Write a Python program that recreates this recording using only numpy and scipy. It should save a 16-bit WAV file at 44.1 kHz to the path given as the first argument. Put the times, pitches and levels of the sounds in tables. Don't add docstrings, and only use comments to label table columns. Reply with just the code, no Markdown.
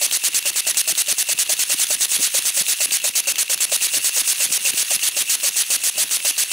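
import sys
import numpy as np
from scipy import signal
from scipy.fft import rfft, irfft, next_fast_len
from scipy.io import wavfile
from scipy.ndimage import uniform_filter1d, map_coordinates

SR = 44100
rng = np.random.default_rng(int(sys.argv[2]) if len(sys.argv) > 2 else 0)


def output_pcm(signal):
    pcm = np.clip(np.atleast_2d(signal).T, -1, 1) * 32767
    wavfile.write(sys.argv[1], SR, np.round(pcm).astype(np.int16))


def field_ratio(decibels):
    return 10 ** (np.asarray(decibels, dtype=float) / 20)


N = 287532
T = np.arange(N) / SR

# (time [s], speed [turns/s])
SHAFT_SPEED = [
    (0, 4.422),
    (.86, 4.849),
    (1.73, 4.888),
    (2.37, 4.384),
    (2.89, 4.212),
    (3.79, 4.628),
    (4.33, 4.131),
    (4.81, 3.894),
    (5.88, 3.611),
    (6.6, 3.836),
]
OPENS_TURN = [.063, .549]
SHUTS_TURN = [.289, .773]
# (time [s], pressure build-up behind the shut port [dB])
SEAL_LIFT = [(0, -27), (.45, -31.5), (.95, -29), (1.5, -31.5), (1.8, -23), (2.0, -25), (2.22, -18),
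             (2.34, -27.5), (2.58, -22), (2.9, -27.5), (3.2, -36.5), (3.6, -34.5), (3.75, -26.5),
             (4.05, -22), (4.9, -24), (5.05, -28.5), (5.45, -26), (6.5, -29)]
# (first stroke [dB], second [dB])
JET_DB = [-17, -17]
FRESH_DB = [0.02, 0.86]
SPENT_DB = [0.2, -0.5]
BUILD_DB = [0.24, -0.4]
POP_OPEN_DB = [-21, -21.5]
POP_SHUT_DB = [-23.5, -23]
# (frequency [Hz], fresh jet [dB], spent jet [dB], leak [dB], build-up [dB])
AIR_COLOURS = [(464, -20.5, -27, -28.5, -20), (1040, -20.5, -21.5, -17.5, -19.5),
               (1916, -10.5, -12, -5, -14), (3520, -7.5, -6, 0, -5.5), (4700, -1.5, -8, -2, -7.5),
               (4850, -7, -8, -7.5, -3.5), (6590, 1.5, -5, -1, 4.5), (7370, -2, -12.5, -12, 1),
               (8130, 2.5, -6, -9.5, 6.5), (10190, -6.5, 1, 0, 6), (11120, -8.5, -7, -3, -7),
               (12300, -10, -10, -5.5, -9), (15100, -9, -17, -26, -2), (15800, -19, -24.5, -14, -6)]
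# (frequency [Hz], width [Hz], level [dB])
RIDGE_MODES = [(1750, 1000, -5.5), (2750, 450, 5.5), (4400, 870, -9)]
# (frequency [Hz], width [Hz], level [dB])
SLOT_MODES = [(2670, 150, 0), (2900, 240, -7)]
# (shaft angle [turns], level [dB])
WHISTLE_SWELL = [(0, -34), (.06, -32), (.1, -26.5), (.13, -28), (.17, -38), (.46, -40), (.51, -32.5),
                 (.536, -29), (.565, -35), (.62, -41), (.88, -40), (1, -34)]
# (turn [count], level [dB], pitch [Hz])
SQUEAKS = [(0, -34, 614), (2, -33, 630), (3, -34.5, 654), (4, -34, 683), (5, -33, 600), (6, -32.5, 607),
           (7, -32, 658), (8, -35, 587), (9, -32.5, 617), (11, -33.5, 576), (12, -36, 613), (13, -32, 668),
           (14, -33.5, 623), (15, -34, 606), (16, -35, 580), (17, -33, 606), (18, -35, 633),
           (19, -35.5, 550), (20, -34, 625), (21, -36, 577), (22, -36, 620), (23, -34.5, 626),
           (24, -33, 620), (25, -33, 609), (26, -33.5, 637), (27, -33, 632)]
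# (frequency [Hz], width [Hz], level [dB])
HOUSING_MODES = [(575, 310, 0), (865, 280, 2.5), (1520, 500, -25), (2660, 250, 1)]
# (shaft angle [turns], level [dB], ring [Hz], width [Hz])
KNOCKS = [
    (.228, 1, 2000, 700),
    (.24, -8.5, 750, 500),
    (0.359, -14, 1010, 500),
    (.68, -8, 550, 400),
]
# (time [s], level [dB], left-right [dB])
GUSTS = [(.29, -49, -1), (.915, -38, 7), (1.122, -37, 5), (1.325, -52, -18), (1.74, -41, 0),
         (2.164, -88, -5), (2.196, -29, 1), (2.612, -33.5, 1), (2.891, -41.5, 3), (3.77, -50, -4),
         (3.972, -36, 1), (4.499, -36, 1), (4.738, -34.5, 2), (4.953, -44, -1), (5.213, -39, 3)]
# (frequency [Hz], level [dB])
BUFFET_COLOUR = [(25, -27), (60, -9), (140, -3), (300, 2.5), (600, -24), (1200, -20)]
# (frequency [Hz], level [dB])
SWIRL_COLOUR = [(25, -44), (70, -30), (140, -10), (300, -6.5), (600, -7), (1200, -25)]
# (share of the pause [0-1], level [dB], slot ring re level [dB])
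BACKLASH = [
    (.5, -31.5, -17),
    (.74, -24, -11),
]
# (time [s], level [dB], slot ring re level [dB])
TICKS = [(0.1121, -15.5, -11), (0.3335, -20, -6), (0.4268, -19, -12), (0.5323, -21, -17),
         (0.7453, -17, -21), (.952, -18.5, -14), (1.0725, -19, -17), (1.27, -24, -35), (1.3778, -20, -29),
         (1.4645, -23, -7), (1.568, -20.5, -22), (1.787, -19, -15), (1.868, -18, -18), (2.083, -22.5, -20),
         (2.417, -22, -4), (2.9094, -18, -7), (3.0002, -21, -17), (3.357, -15.5, -20), (3.371, -26, -3),
         (3.5765, -17.5, -22), (3.8115, -20, -5), (4.2435, -22, -8), (4.358, -20.5, -19),
         (4.7342, -19, -9.5), (4.993, -23, -7), (5.022, -28, -4), (5.401, -20, -15), (5.6345, -22, -5),
         (6.2028, -22, -5), (6.3666, -22, -9)]
# (frequency [Hz], level [dB])
CLACK_COLOUR = [(1200, -12), (2000, -6.5), (3800, 7), (5200, -3.5), (8000, -2.5), (11000, -11),
                (15500, -3.5)]
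# (frequency [Hz], level [dB])
HUM_COLOUR = [(25, -25), (60, -17), (150, 1.5), (400, 1.5), (1000, -1), (3000, -15.5)]
# (frequency [Hz], level [dB])
SCATTER_COLOUR = [(200, -27), (600, -29), (1500, -16), (3200, -35), (5000, -25), (6500, -16.5), (9500, -23),
                  (11500, -19.5), (14000, -41)]
# (frequency [Hz], t60 [s])
GARAGE_T60 = [(200, 0.62), (2000, 0.9), (10000, 0.54)]
# (frequency [Hz], left-right [dB])
PAIR_LEAN = [(60, 0.0), (92, -4), (140, 3), (210, 2.5), (330, -1.5), (500, 0), (770, 1), (1170, -2.5),
             (1790, 2), (2740, 1), (4190, -0.5), (6410, 0), (9810, -2.5), (15000, 2)]
# (frequency [Hz], level [dB])
CAPSULE_COLOUR = [(8200, 0), (8700, -2), (9300, 0), (14700, 0), (15200, 4)]


def unit(x):
    return x / np.sqrt(np.mean(x ** 2) + 1e-20)


def along(points, hz):
    f, v = np.transpose(points)
    return np.interp(np.log(hz + 1), np.log(f + 1), v)


def filtered(x, response):
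    m = next_fast_len(N + 8192)
    return irfft(rfft(x, m) * response(np.fft.rfftfreq(m, 1 / SR)), m)[..., :N]


def hiss(points, channels=1):
    noise = rng.standard_normal((channels, N))
    return unit(filtered(noise, lambda hz: field_ratio(along([(10, -90), *points], hz))))


def resonant(x, modes):
    def response(f):
        total = 0
        for k, (centre, width, db) in enumerate(modes):
            damping = 1j * f * width
            total = total + (-1) ** k * field_ratio(db) * damping / (centre * centre - f * f + damping)
        return total
    return filtered(x, response)


def wobble(rate):
    return map_coordinates(rng.standard_normal(int(N * rate / SR) + 4), [T * rate])


def staged(times, levels_db):
    return field_ratio(np.interp(T, np.sort(np.transpose(times).ravel()), np.transpose(levels_db).ravel()))


def add(track, s, sound):
    part = track[..., max(round(s * SR), 0):][..., :sound.shape[-1]]
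    part += sound[..., :part.shape[-1]]


def patchy(x, depth_db):
    z = signal.stft(x, nperseg=256)[2]
    field = uniform_filter1d(rng.standard_normal(z.shape), size=3, axis=0)
    field = uniform_filter1d(field, size=8, axis=1)
    return unit(signal.istft(z * field_ratio(depth_db * unit(field)), nperseg=256)[1][:N])


def shaft():
    t = np.arange(N + SR // 10) / SR
    return t, np.cumsum(np.interp(t, *np.transpose(SHAFT_SPEED))) / SR


def strokes():
    leak_db, leak_follows = -32, 0.41
    t, angle = shaft()
    turns = np.arange(int(angle[-1]) + 1)[:, None]
    opens, shuts = [(turns + port).ravel() for port in (OPENS_TURN, SHUTS_TURN)]
    done = shuts < angle[-1]
    opens, shuts = np.interp(opens[done], angle, t), np.interp(shuts[done], angle, t)
    build = np.interp(opens, *np.transpose(SEAL_LIFT))
    leak = leak_db + leak_follows * (build - build.mean())
    build = build + np.resize(BUILD_DB, len(opens))
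    return opens, shuts, np.resize(JET_DB, len(opens)), leak, build


def room_floor():
    level = field_ratio(-56.0) * field_ratio(4.1 * wobble(25))
    return level * (hiss(HUM_COLOUR) + 0.32 * hiss(SWIRL_COLOUR, channels=2))


def air():
    opens, shuts, jet, leak, build = strokes()
    uneven = [[.4], [.8], [.9]] * rng.standard_normal((len(jet), 3)).T
    jet, leak, build = np.array([jet, leak, build]) + uneven
    before = np.r_[opens[0] - .05, shuts[:-1]]
    gap, span, off = opens - before, shuts - opens, jet - 45
    hz, *colours = np.transpose(AIR_COLOURS)
    fresh, spent, seal, rising = [patchy(hiss([(250, -40), *zip(hz, c)])[0], depth_db=1.2) for c in colours]
    knots = [opens - .0015, opens + 0.00091, opens + 0.576 * span, opens + 0.567 * span,
             shuts - .001, shuts + 0.0022, shuts + 0.0049]
    new, old = jet + np.resize(FRESH_DB, len(jet)), jet + np.resize(SPENT_DB, len(jet))
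    out = fresh * staged(knots, [off, new - 1.1, new - .4, new - 5, new - 8, new - 22, off])
    out += spent * staged(knots, [off, old - 13, old - 8, old - 1.5, old - .6, old - 11, off])
    knots = [before + .001, before + 0.34 * gap, before + 0.63 * gap, opens - .009, opens, opens + 0.022]
    flutter = field_ratio(1.4 * wobble(60) + 2.4 * wobble(260))
    out += seal * staged(knots, [leak + 2.0, leak + 0.7, leak - 1.5, leak - 4, leak - 5, leak - 7]) * flutter
    swell = [leak - 14, (leak + build) / 2 - 8, build - 4, build - .6, build + 3.5, off]
    out += rising * staged(knots, swell)
    return out * field_ratio(.4 * wobble(40) + 1.1 * wobble(700))


def crackle():
    opens, shuts, jet, leak, _ = strokes()
    load = staged([opens - .003, opens, shuts, shuts + .003], [leak + 11, jet + 1.9, jet + 1.3, leak + 11])
    hits = (rng.random(N) < 260 / SR) * rng.choice([-1, 1], N)
    ridges = hits * field_ratio(5.2 * np.minimum(rng.exponential(size=N), 3.2))
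    return resonant(load * ridges, RIDGE_MODES)


def whistle():
    level_db = np.interp(shaft()[1][:N] % 1, *np.transpose(WHISTLE_SWELL))
    level_db = level_db + .3 * (T - 5.5)
    swell = field_ratio(level_db + 1.5 * wobble(8.1))
    eddies = rng.standard_normal(N) * field_ratio(3.5 * wobble(200))
    return swell * patchy(resonant(eddies, SLOT_MODES), depth_db=1.5)


def squeaks():
    lead_s, usual_s, s_per_db = .002, 0.028, .0025
    slips, starts = np.zeros(N), strokes()[0][::2] - lead_s
    drift, grip, grit = wobble(210), wobble(240), rng.standard_normal(N)
    for turn, db, hz in SQUEAKS:
        s, length = starts[round(turn)], max(usual_s - s_per_db * (db + 36), .012)
        t = np.arange(int(length * 1.2 * SR)) / SR
        u, i = t / t[-1], round(s * SR) + np.arange(len(t))
        bite = np.exp(-((t - .0085) / .0025) ** 2)
        pitch = hz * (1.0 + .14 * bite - .55 * u + .55 * u * u + 0.04 * drift[i])
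        phase = np.cumsum(pitch) / SR % 1
        saw = 1 - 2 * phase + 2.65 * grit[i] * np.exp(-3 * phase)
        level = field_ratio(db + 3.5 + 3.7 * bite + 4.4 * grip[i])
        add(slips, s, level * np.minimum(1, t / 0.00086) * np.sqrt(1 - u ** 3) * saw)
    return resonant(slips, HOUSING_MODES)


def pops():
    out, t = np.zeros(N), np.arange(400) / SR - .0005
    push = np.exp(-(t / 0.000092) ** 2) - 0.29 * np.exp(-((t - .0005) / 0.00039) ** 2)
    push[122:] += 0.18 * push[:-122]
    ports = np.transpose(strokes()[:2])
    levels = np.resize(np.transpose([POP_OPEN_DB, POP_SHUT_DB]), ports.shape)
    levels = levels + rng.normal(0, 1.23, ports.shape)
    for (opens, shuts), (open_db, shut_db) in zip(ports, levels):
        add(out, opens - .0005, field_ratio(open_db) * push)
        add(out, shuts - .0005, field_ratio(shut_db) * push)
    return out


def knocks():
    spread_db = 5
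    t, angle = shaft()
    out, turns, u = np.zeros(N), np.arange(int(angle[N])), np.arange(300) / SR
    for place, db, hz, width in KNOCKS:
        ring = 2 * np.pi * width / SR * np.exp(-np.pi * width * u) * np.cos(2 * np.pi * hz * u)
        for turn, (late, size) in zip(turns, rng.standard_normal((len(turns), 2))):
            s = np.interp(turn + place + 0.00596 * late, angle, t)
            add(out, s, field_ratio(db + spread_db * size) * ring)
    return out


def puffs():
    puff_db, spread_db, puff_s, lag_s, gust_s = -45.5, 1.5, 0.033, -0.0024, 0.017
    out, shuts = np.zeros((2, N)), strokes()[1][:-1:2]
    lumps = 0.7 * hiss(BUFFET_COLOUR) + 0.7 * hiss(SWIRL_COLOUR, channels=2)
    lumps = np.pad(field_ratio(5.8 * wobble(120)) * lumps, [(0, 0), (0, SR // 10)], "reflect")
    chance = rng.standard_normal((len(shuts), 2))
    steady = [(s + lag_s, puff_db + spread_db * a, 1 + 1.5 * b, puff_s) for s, (a, b) in zip(shuts, chance)]
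    for s, db, pan_db, length in steady + [(*row, gust_s) for row in GUSTS]:
        t, start = np.arange(-1.5 * length, 1.1 * length, 1 / SR), max(s - 1.35 * length, 0)
        puff = np.exp(-(t / (.5 * length)) ** 2) * lumps[:, round(start * SR):][:, :len(t)]
        add(out, start, field_ratio(db - 6) * unit(puff) * field_ratio([[pan_db / 2], [-pan_db / 2]]))
    return out


def backlash():
    spread_db = 1.5
    opens, shuts, *_ = strokes()
    chance = rng.standard_normal((len(opens) - 1, len(BACKLASH), 2))
    rows = []
    for a, b, pause in zip(shuts, opens[1:], chance):
        for (share, db, slot_db), (late, size) in zip(BACKLASH, pause):
            rows.append((a + (share + .03 * late) * (b - a), db + spread_db * size, slot_db))
    return rows


def ticks():
    spit, ring, click, t = np.zeros(N), np.zeros(N), np.zeros(N), np.arange(600) / SR
    for s, db, slot_db in TICKS + backlash():
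        t60 = max(0.013 + 0.001 * (db + 19.5), .003)
        shape = field_ratio(db + 2.5 - 60 * t / t60) * (1 - np.exp(-t / 0.00016))
        add(spit, s, shape * np.sqrt(max(1 - 1.5 * field_ratio(slot_db) ** 2, .05)))
        add(ring, s, shape * field_ratio(slot_db + 7.5))
        click[round(s * SR) + 12] = field_ratio(db + 12.5)
    edge = filtered(click, lambda hz: field_ratio(along(CLACK_COLOUR, hz)))
    slot = unit(resonant(rng.standard_normal(N), SLOT_MODES))
    return edge + spit * hiss(CLACK_COLOUR)[0] + ring * slot


def nearby(x):
    t = np.arange(SR // 8) / SR
    smear = rng.standard_normal(SR // 8) * field_ratio(-60 * t / 0.044)
    odd = signal.fftconvolve(x, smear / np.linalg.norm(smear))[:N]
    return filtered(odd, lambda hz: field_ratio(along(SCATTER_COLOUR, hz))) * [[1], [-1]]


def garage(x):
    hz, t, z = signal.stft(rng.standard_normal((2, SR // 2)), SR, nperseg=256)
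    decay = field_ratio(-60 * t / along(GARAGE_T60, hz)[:, None])
    tail = signal.istft(z * decay, SR, nperseg=256)[1]
    late = np.pad(x, (300, 0))[None]
    return signal.fftconvolve(late, tail / np.linalg.norm(tail[0]), axes=1)[:, :N]


def scene():
    engine = air() + crackle() + whistle() + squeaks() + pops() + knocks() + ticks()
    sides = np.array([[.5], [-.5]])
    direct = filtered(engine, lambda hz: field_ratio(sides * along(PAIR_LEAN, hz)))
    return direct + nearby(engine) + field_ratio(-29.0) * garage(engine) + puffs() + room_floor()


def roll_off(x):
    return signal.sosfilt(signal.butter(12, 16630, fs=SR, output="sos"), x)


def record(dry):
    rounded = dry / (1 + np.abs(dry / .66) ** 4) ** (1 / 4)

    def microphone(hz):
        low_cut = 1j * hz / (45 + 1j * hz)
        return (hz < 15740) * field_ratio(along(CAPSULE_COLOUR, hz)) * low_cut
    return roll_off(filtered(rounded, microphone))


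dry = scene()
out = record(dry)
output_pcm(out)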